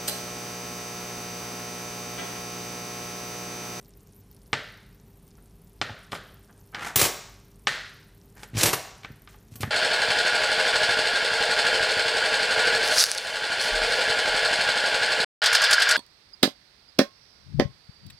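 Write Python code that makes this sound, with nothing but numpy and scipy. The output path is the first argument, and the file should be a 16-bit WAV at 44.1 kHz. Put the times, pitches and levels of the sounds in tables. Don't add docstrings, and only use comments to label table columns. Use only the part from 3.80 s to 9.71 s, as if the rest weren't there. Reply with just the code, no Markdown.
import sys
import numpy as np
from scipy import signal
from scipy.fft import rfft, irfft
from scipy.io import wavfile

SR = 44100
rng = np.random.default_rng(int(sys.argv[2]) if len(sys.argv) > 2 else 0)


def file_out(sig):
    cols = np.atleast_2d(sig).T
    lim = np.clip(cols, -1, 1)
    pcm = np.round(lim * 32767).astype(np.int16)
    wavfile.write(sys.argv[1], SR, pcm)


N = 260516
TIME = np.arange(N) / SR
HIT_TIME = TIME[:SR // 3]

# start_s, level_db, treble_hz, bass_db, echo_db, spot_pitch_hz
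KNOCK_HITS = [(0.7305, -0.5, 4500, -3, -2.5, 2030), (2.0147, -4, 4480, -2.5, -1.5, 1350),
              (2.095, -21.5, 2520, 1, 0, 1810), (2.3202, -17, 5000, -3, 2, 3250),
              (2.33, -8, 1490, -1.5, -2, 1210), (2.3509, -15.5, 4500, -8, -3, 1280),
              (2.947, -10, 3900, -11, -2.5, 1650), (3.8708, 0.5, 6000, -11.5, 2, 1970),
              (4.6324, -21, 4470, -1, -7, 1450), (4.9335, 1, 1350, -1.5, -9.5, 1140),
              (5.2336, -28.5, 5000, -6, -2, 2280), (5.2474, -16, 2960, -4.5, -5, 2180),
              (5.475, -25.5, 2820, -15, -3.5, 1200), (5.543, -30.5, 1480, -3, -4, 850),
              (5.832, -8.5, 3020, 1, -4, 1760)]
# pitch_hz, level_db, decay_s
BASIN_TONES = [(136, -19.5, 0.14), (300, -15.5, 0.043), (476, -13, 0.041), (664, -46.5, 0.023),
               (850, -5, .04), (1240, -6, .035), (1540, -29, .35), (1785, -29, .4), (1865, -27, .35),
               (1527, -10, 0.029), (1960, -7.5, 0.021), (2360, -9.5, 0.033), (2685, -12.5, 0.021),
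               (3280, -30, 0.018), (3680, -7, 0.023), (4180, -1, 0.0089), (4975, -6, 0.019),
               (5510, -6.5, 0.011), (8200, -5, 0.0089)]
# delay_s, level_db
WALL_BOUNCES = [(.0009, -1.5), (.0023, -4), (.0035, -19), (0.0102, -5), (0.0095, -2.5), (0.0203, -7.5)]
# pitch_hz, gain_db
WALL_EQ = [(100, -7), (700, 9.5), (1800, 7.5), (4500, 1), (8000, 6), (15000, -36)]
# start_s, level_db, treble_hz, ring_db, spot_pitch_hz
CLASH_HITS = [(3.1584, -9, 17600, 2.5, 15100), (3.194, -11, 10000, -1, 7700),
              (3.2141, -7, 13100, -5, 14900), (3.2403, -12.5, 9700, -3.5, 14600),
              (4.6325, -36, 9900, -14, 7700), (4.768, -25, 6800, 4, 5800), (4.81, -13, 7850, -10, 12100),
              (4.8322, -4.5, 11200, -3.5, 12100), (4.858, -12.5, 10400, 3, 12200),
              (4.9306, -14, 8800, 0.5, 12300), (5.7563, -36.5, 15000, 0.5, 12200),
              (5.8068, -28, 13400, -3, 12600)]
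# pitch_hz, level_db, decay_s
STEEL_TONES = [(316, -27, .15), (442, -30, .15), (752, -28, .18), (1120, -23, .2), (4125, -24, .06),
               (5757, -24, .18), (5960, -24, .07), (7682, -25, .18), (8686, -28, .2), (9190, -21, .16),
               (9798, -19, .13), (11587, -28, .18), (12120, -21, .18), (12470, -18, .16), (14632, -23, .2),
               (15025, -15, .18)]
# pitch_hz, gain_db
STEEL_EQ = [(60, -5), (120, 6), (220, -7), (350, 3.5), (600, 1.5), (1100, -2), (1500, -1), (2200, 3),
            (3300, 1), (6000, 2.5), (10000, 1.5), (15000, -2)]
# start_s, attack_s, hold_s, release_s, level_db, treble_hz
RATTLE_MOVES = [(2.312, 0.0033, 0.039, 0.096, -50, 11500), (3.158, .018, 0.092, 0.077, -24.5, 13700),
                (4.732, 0.054, 0.11, 0.049, -26.5, 8700), (4.75, .1, 0.038, 0.057, -31, 1200),
                (4.925, 0.014, 0.0021, 0.047, -28.5, 6000), (5.484, .006, .012, 0.16, -59, 11000),
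                (5.701, 0.02, 0.02, .09, -59, 14000), (5.796, 0.023, 0.015, .02, -40, 10700)]
# start_s, attack_s, hold_s, release_s, level_db, treble_hz
SCRAPE_MOVES = [(1.573, 0.014, .003, 0.023, -61, 2000), (2.683, 0.015, .004, 0.039, -55, 1510),
                (2.924, 0.075, 0.085, 0.1, -36, 6500), (4.546, 0.029, 0.055, 0.16, -54, 10000)]
# pitch_hz, gain_db
SCRAPE_EQ = [(100, -10.5), (600, -9), (850, -0.5), (1050, -7.5), (1350, -0.5), (1750, -1.5), (2400, -8.5),
             (4000, -13), (8000, -10), (15000, -11.5)]
# start_s, level_db
THUMP_HITS = [(2.103, -30), (3.161, -18), (3.22, -24), (4.733, -29.5), (4.750, -22), (4.769, -21),
              (4.836, -22.5), (5.303, -33.5), (5.719, -34.5), (5.755, -33), (5.804, -27.5), (5.833, -16),
              (5.875, -26.5)]
# pitch_hz, level_db, decay_s
FLOOR_TONES = [(86, -15.5, 0.05), (112, -3.5, 0.11), (145, -9, 0.11), (216.4, -6.5, 0.058)]
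# start_s, level_db, pitch_hz
WET_TICKS = [(0.083, -43, 12900), (0.174, -40, 14300), (0.364, -40, 12300), (0.5137, -39, 13900),
             (0.5474, -41.5, 10600), (2.5433, -40, 13400), (5.4202, -40, 13200)]
# pitch_hz, gain_db
CRACKLE_EQ = [(1000, -12.5), (4000, 2.5), (8000, -1), (15000, 4)]
# pitch_hz, decay_s
KITCHEN_DECAY = [(120, 0.31), (400, 0.43), (1000, 0.72), (2800, 0.67), (6000, 0.7), (10000, 0.4),
                 (15000, 0.45)]
# pitch_hz, gain_db
KNOCK_ECHO_EQ = [(120, 1.5), (300, -4.5), (600, -0.5), (1000, -12), (1400, -3.5), (1750, -4), (2400, -8.5),
                 (4000, -7), (6000, -14.5), (9000, -16.5), (15000, -16.5)]
# pitch_hz, gain_db
CLATTER_ECHO_EQ = [(120, -8.5), (700, -1.5), (2500, -9), (7000, -9.5), (14000, -12.5)]
# pitch_hz, level_db
HUM_TONES = [(48.6, -61.5), (100.5, -62), (172, -78), (297, -72), (398, -68)]
# pitch_hz, gain_db
ROOM_NOISE_EQ = [(25, -6.5), (50, -1), (75, -9), (130, -4.5), (200, -6.5), (300, -18.5), (420, -15.5),
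                 (550, -23), (1000, -27), (1500, -32.5), (2800, -35), (7000, -39), (12500, -39),
                 (16000, -51.5)]


def knocks():
    out = np.zeros(N)
    crack = amp(-6) * tick(hz=2960, cycles=0.52)
    for start_s, db, treble_hz, bass_db, echo_db, spot_hz in KNOCK_HITS:
        near = amp(-12.5) * ring(BASIN_TONES, lag_s=0.00012, spread=0.45)
        near += amp(-20) * colour(blur(decay_s=.07, rise_s=.004), WALL_EQ)
        add(near, 0, crack)
        for delay_s, wall_db in WALL_BOUNCES:
            add(near, delay_s, amp(wall_db) * crack)
        sound = amp(echo_db + 17) * kitchen_echo([1.], KNOCK_ECHO_EQ)
        add(sound, 0, near)
        sound = struck_spot(sound, spot_hz, sharpness=5.6, db=-3)
        bass_eq = [(60, bass_db - 15.5), (130, bass_db), (400, bass_db), (1200, 0)]
        add(out, start_s, amp(db) * colour(soften(sound, treble_hz), bass_eq))
    return out


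def clatter():
    out = np.zeros(N)
    for source, rows in ((clash, CLASH_HITS), (rattle, RATTLE_MOVES), (scrape, SCRAPE_MOVES)):
        for start_s, *settings in rows:
            sound = source(*settings)
            add(out, start_s, sound)
            add(out, start_s, kitchen_echo(sound, CLATTER_ECHO_EQ))
    return out


def clash(db, treble_hz, ring_db, spot_hz, rebound_s=.004):
    crash, rebound = (amp(-4.5) * colour(blur(decay_s=0.047, rise_s=0.00013), STEEL_EQ) for _ in range(2))
    add(crash, rebound_s, amp(-6.5) * rebound)
    zing = ring(STEEL_TONES, lag_s=0.00022, spread=0.32)
    zing = struck_spot(zing, spot_hz, sharpness=12, db=0.5)
    return amp(db) * soften(crash + amp(ring_db) * zing, treble_hz)


def rattle(attack_s, hold_s, release_s, db, treble_hz, db_per_octave=11):
    _, force_db = push(attack_s, hold_s, release_s, swell_db=23.5)
    taps = chatter(treble_hz * 2 ** (force_db / db_per_octave), per_s=1900, uneven_db=3.5, decay_s=0.012)
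    shells = amp(db + force_db) * normalise(colour(taps, STEEL_EQ))
    sound = amp(-35) * signal.fftconvolve(shells, ring(STEEL_TONES, lag_s=.0003))
    add(sound, 0, shells)
    return sound


def scrape(attack_s, hold_s, release_s, db, treble_hz, octaves_per_s=13):
    t, force_db = push(attack_s, hold_s, release_s, swell_db=12.5)
    octaves_down = octaves_per_s * abs(t - attack_s - hold_s)
    taps = chatter(treble_hz / 2 ** octaves_down, per_s=1700, uneven_db=6.0, decay_s=0.025)
    return amp(db + force_db) * normalise(colour(taps, SCRAPE_EQ))


def push(attack_s, hold_s, release_s, swell_db, fade_db=29):
    turns_s = np.cumsum([0, attack_s, hold_s, release_s])
    t = np.arange(0, turns_s[-1], 1 / SR)
    return t, np.interp(t, turns_s, [-swell_db, 0, 0, -fade_db])


def chatter(treble_hz, per_s, uneven_db, decay_s):
    t = TIME[:len(treble_hz)]
    strength = np.minimum(rng.exponential(1, SR)[:len(t)], 3)
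    lands = rng.random(SR)[:len(t)] < per_s / SR
    noise = rng.standard_normal(SR)[:len(t)]
    taps = amp(uneven_db * strength) * lands
    power = signal.lfilter([1], [1, -amp(-60 / (decay_s * SR)) ** 2], taps ** 2)
    hz, frame_s, spectrum = signal.stft(np.sqrt(power) * noise, SR, nperseg=128)
    treble_cut = np.sqrt(1 + (hz[:, None] / np.interp(frame_s, t, treble_hz)) ** 4)
    return signal.istft(spectrum / treble_cut, SR, nperseg=128)[1][:len(t)]


def thumps(lowest_hz=80):
    out = np.zeros(N)
    for start_s, db in THUMP_HITS:
        add(out, start_s, amp(db) * ring(FLOOR_TONES, lag_s=0.0016, spread=0.35))
    return signal.sosfilt(signal.butter(3, lowest_hz, "high", fs=SR, output="sos"), out)


def ring(tones, lag_s=0., spread=0.):
    hz, db, decay_s = np.transpose(tones)[:, :, None]
    t = np.maximum(HIT_TIME - lag_s * np.sqrt(hz.max() / hz) + lag_s, 0)
    weight = 1 + spread * rng.standard_normal(hz.shape)
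    return (weight * amp(db - 60 * t / decay_s) * np.sin(2 * np.pi * hz * t)).sum(0)


def blur(decay_s, rise_s):
    noise = rng.standard_normal(len(HIT_TIME))
    return noise * amp(-60 * HIT_TIME / decay_s) * (1 - np.exp(-HIT_TIME / rise_s))


def struck_spot(x, hz, sharpness, db):
    band = signal.iirpeak(min(hz, SR / 2 - 500), sharpness, fs=SR)
    return x + amp(db) * signal.lfilter(*band, x)


def soften(x, treble_hz):
    return signal.sosfilt(signal.butter(2, min(treble_hz, SR / 2 - 500), fs=SR, output="sos"), x)


def wet_crackle(per_s=340, uneven_db=5.0, level_db=-62, snap_s=0.00034):
    out = np.zeros(N)
    pitches = np.linspace(5000, 15000, 16)
    for hz in pitches:
        strength = np.minimum(rng.exponential(1, N), 3.2)
        snaps = amp(uneven_db * strength) * (rng.random(N) < per_s / len(pitches) / SR)
        out += amp(level_db) * signal.oaconvolve(snaps, tick(hz, cycles=hz * snap_s))[:N]
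    for start_s, db, hz in WET_TICKS:
        add(out, start_s, amp(db) * tick(hz, cycles=hz * snap_s))
    out = colour(out, CRACKLE_EQ)
    return out + amp(-22.5) * signal.oaconvolve(out, blur(decay_s=0.027, rise_s=0.00022))[:N]


def tick(hz, cycles):
    cycles_done = TIME[:200] * hz
    return np.exp(-cycles_done / cycles) * np.sin(2 * np.pi * cycles_done)


def kitchen_echo(x, echo_eq):
    hz, t, spectrum = signal.stft(rng.standard_normal(SR), SR, nperseg=256)
    decay_s = look_up(KITCHEN_DECAY, hz)[:, None]
    fading = spectrum * amp(-60 * t / decay_s) / np.sqrt(decay_s)
    tail = signal.istft(fading, SR, nperseg=256)[1][:SR]
    tail *= 1 - np.exp(-(TIME[:SR] / 0.00095) ** 2)
    return signal.fftconvolve(x, colour(tail / np.linalg.norm(tail), echo_eq))


def appliance_hum():
    hum = np.zeros(N)
    for hz, db in HUM_TONES:
        tone = np.sqrt(2) * np.sin(2 * np.pi * hz * TIME + 0.97 * drift(rate_hz=4.3))
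        hum += amp(db) * tone * (1 + 0.054 * drift(rate_hz=3.8))
    return hum


def room_noise(level_db=-54.5):
    gain = amp(look_up(ROOM_NOISE_EQ, np.fft.rfftfreq(N, 1 / SR)))
    return amp(level_db) * normalise(irfft(rfft(rng.standard_normal(N)) * gain, N))


def drift(rate_hz):
    hz = np.fft.rfftfreq(N, 1 / SR)
    return normalise(irfft(rfft(rng.standard_normal(N)) * np.exp(-(hz / rate_hz) ** 2), N))


def colour(x, eq, size=4096):
    log_gain = np.log(amp(look_up(eq, abs(np.fft.fftfreq(size, 1 / SR)))))
    response = np.exp(np.conj(signal.hilbert(log_gain)))
    kernel = np.fft.ifft(response).real[:size // 2]
    return signal.oaconvolve(x, kernel)[:len(x)]


def look_up(table, hz):
    pitches, values = np.transpose(table)
    return np.interp(np.log(hz + 1), np.log(pitches + 1), values)


def amp(db):
    return 10 ** (np.asarray(db) / 20)


def normalise(x):
    return x / np.sqrt(np.mean(x ** 2) + 1e-20)


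def add(mix, start_s, sound):
    part = mix[max(round(start_s * SR), 0):][:len(sound)]
    part += sound[:len(part)]


def scene():
    mono = knocks() + clatter() + thumps() + wet_crackle() + appliance_hum() + room_noise()
    return np.array([mono, mono])


def record(dry):
    lowest_hz, highest_hz = 36, 15450
    lean = signal.sosfilt(signal.butter(4, lowest_hz, "high", fs=SR, output="sos"), dry)
    treble_cut = signal.firwin(511, highest_hz, window=("kaiser", 9), fs=SR)
    return signal.oaconvolve(lean, treble_cut[None], "same")


dry = scene()
out = record(dry)
file_out(out)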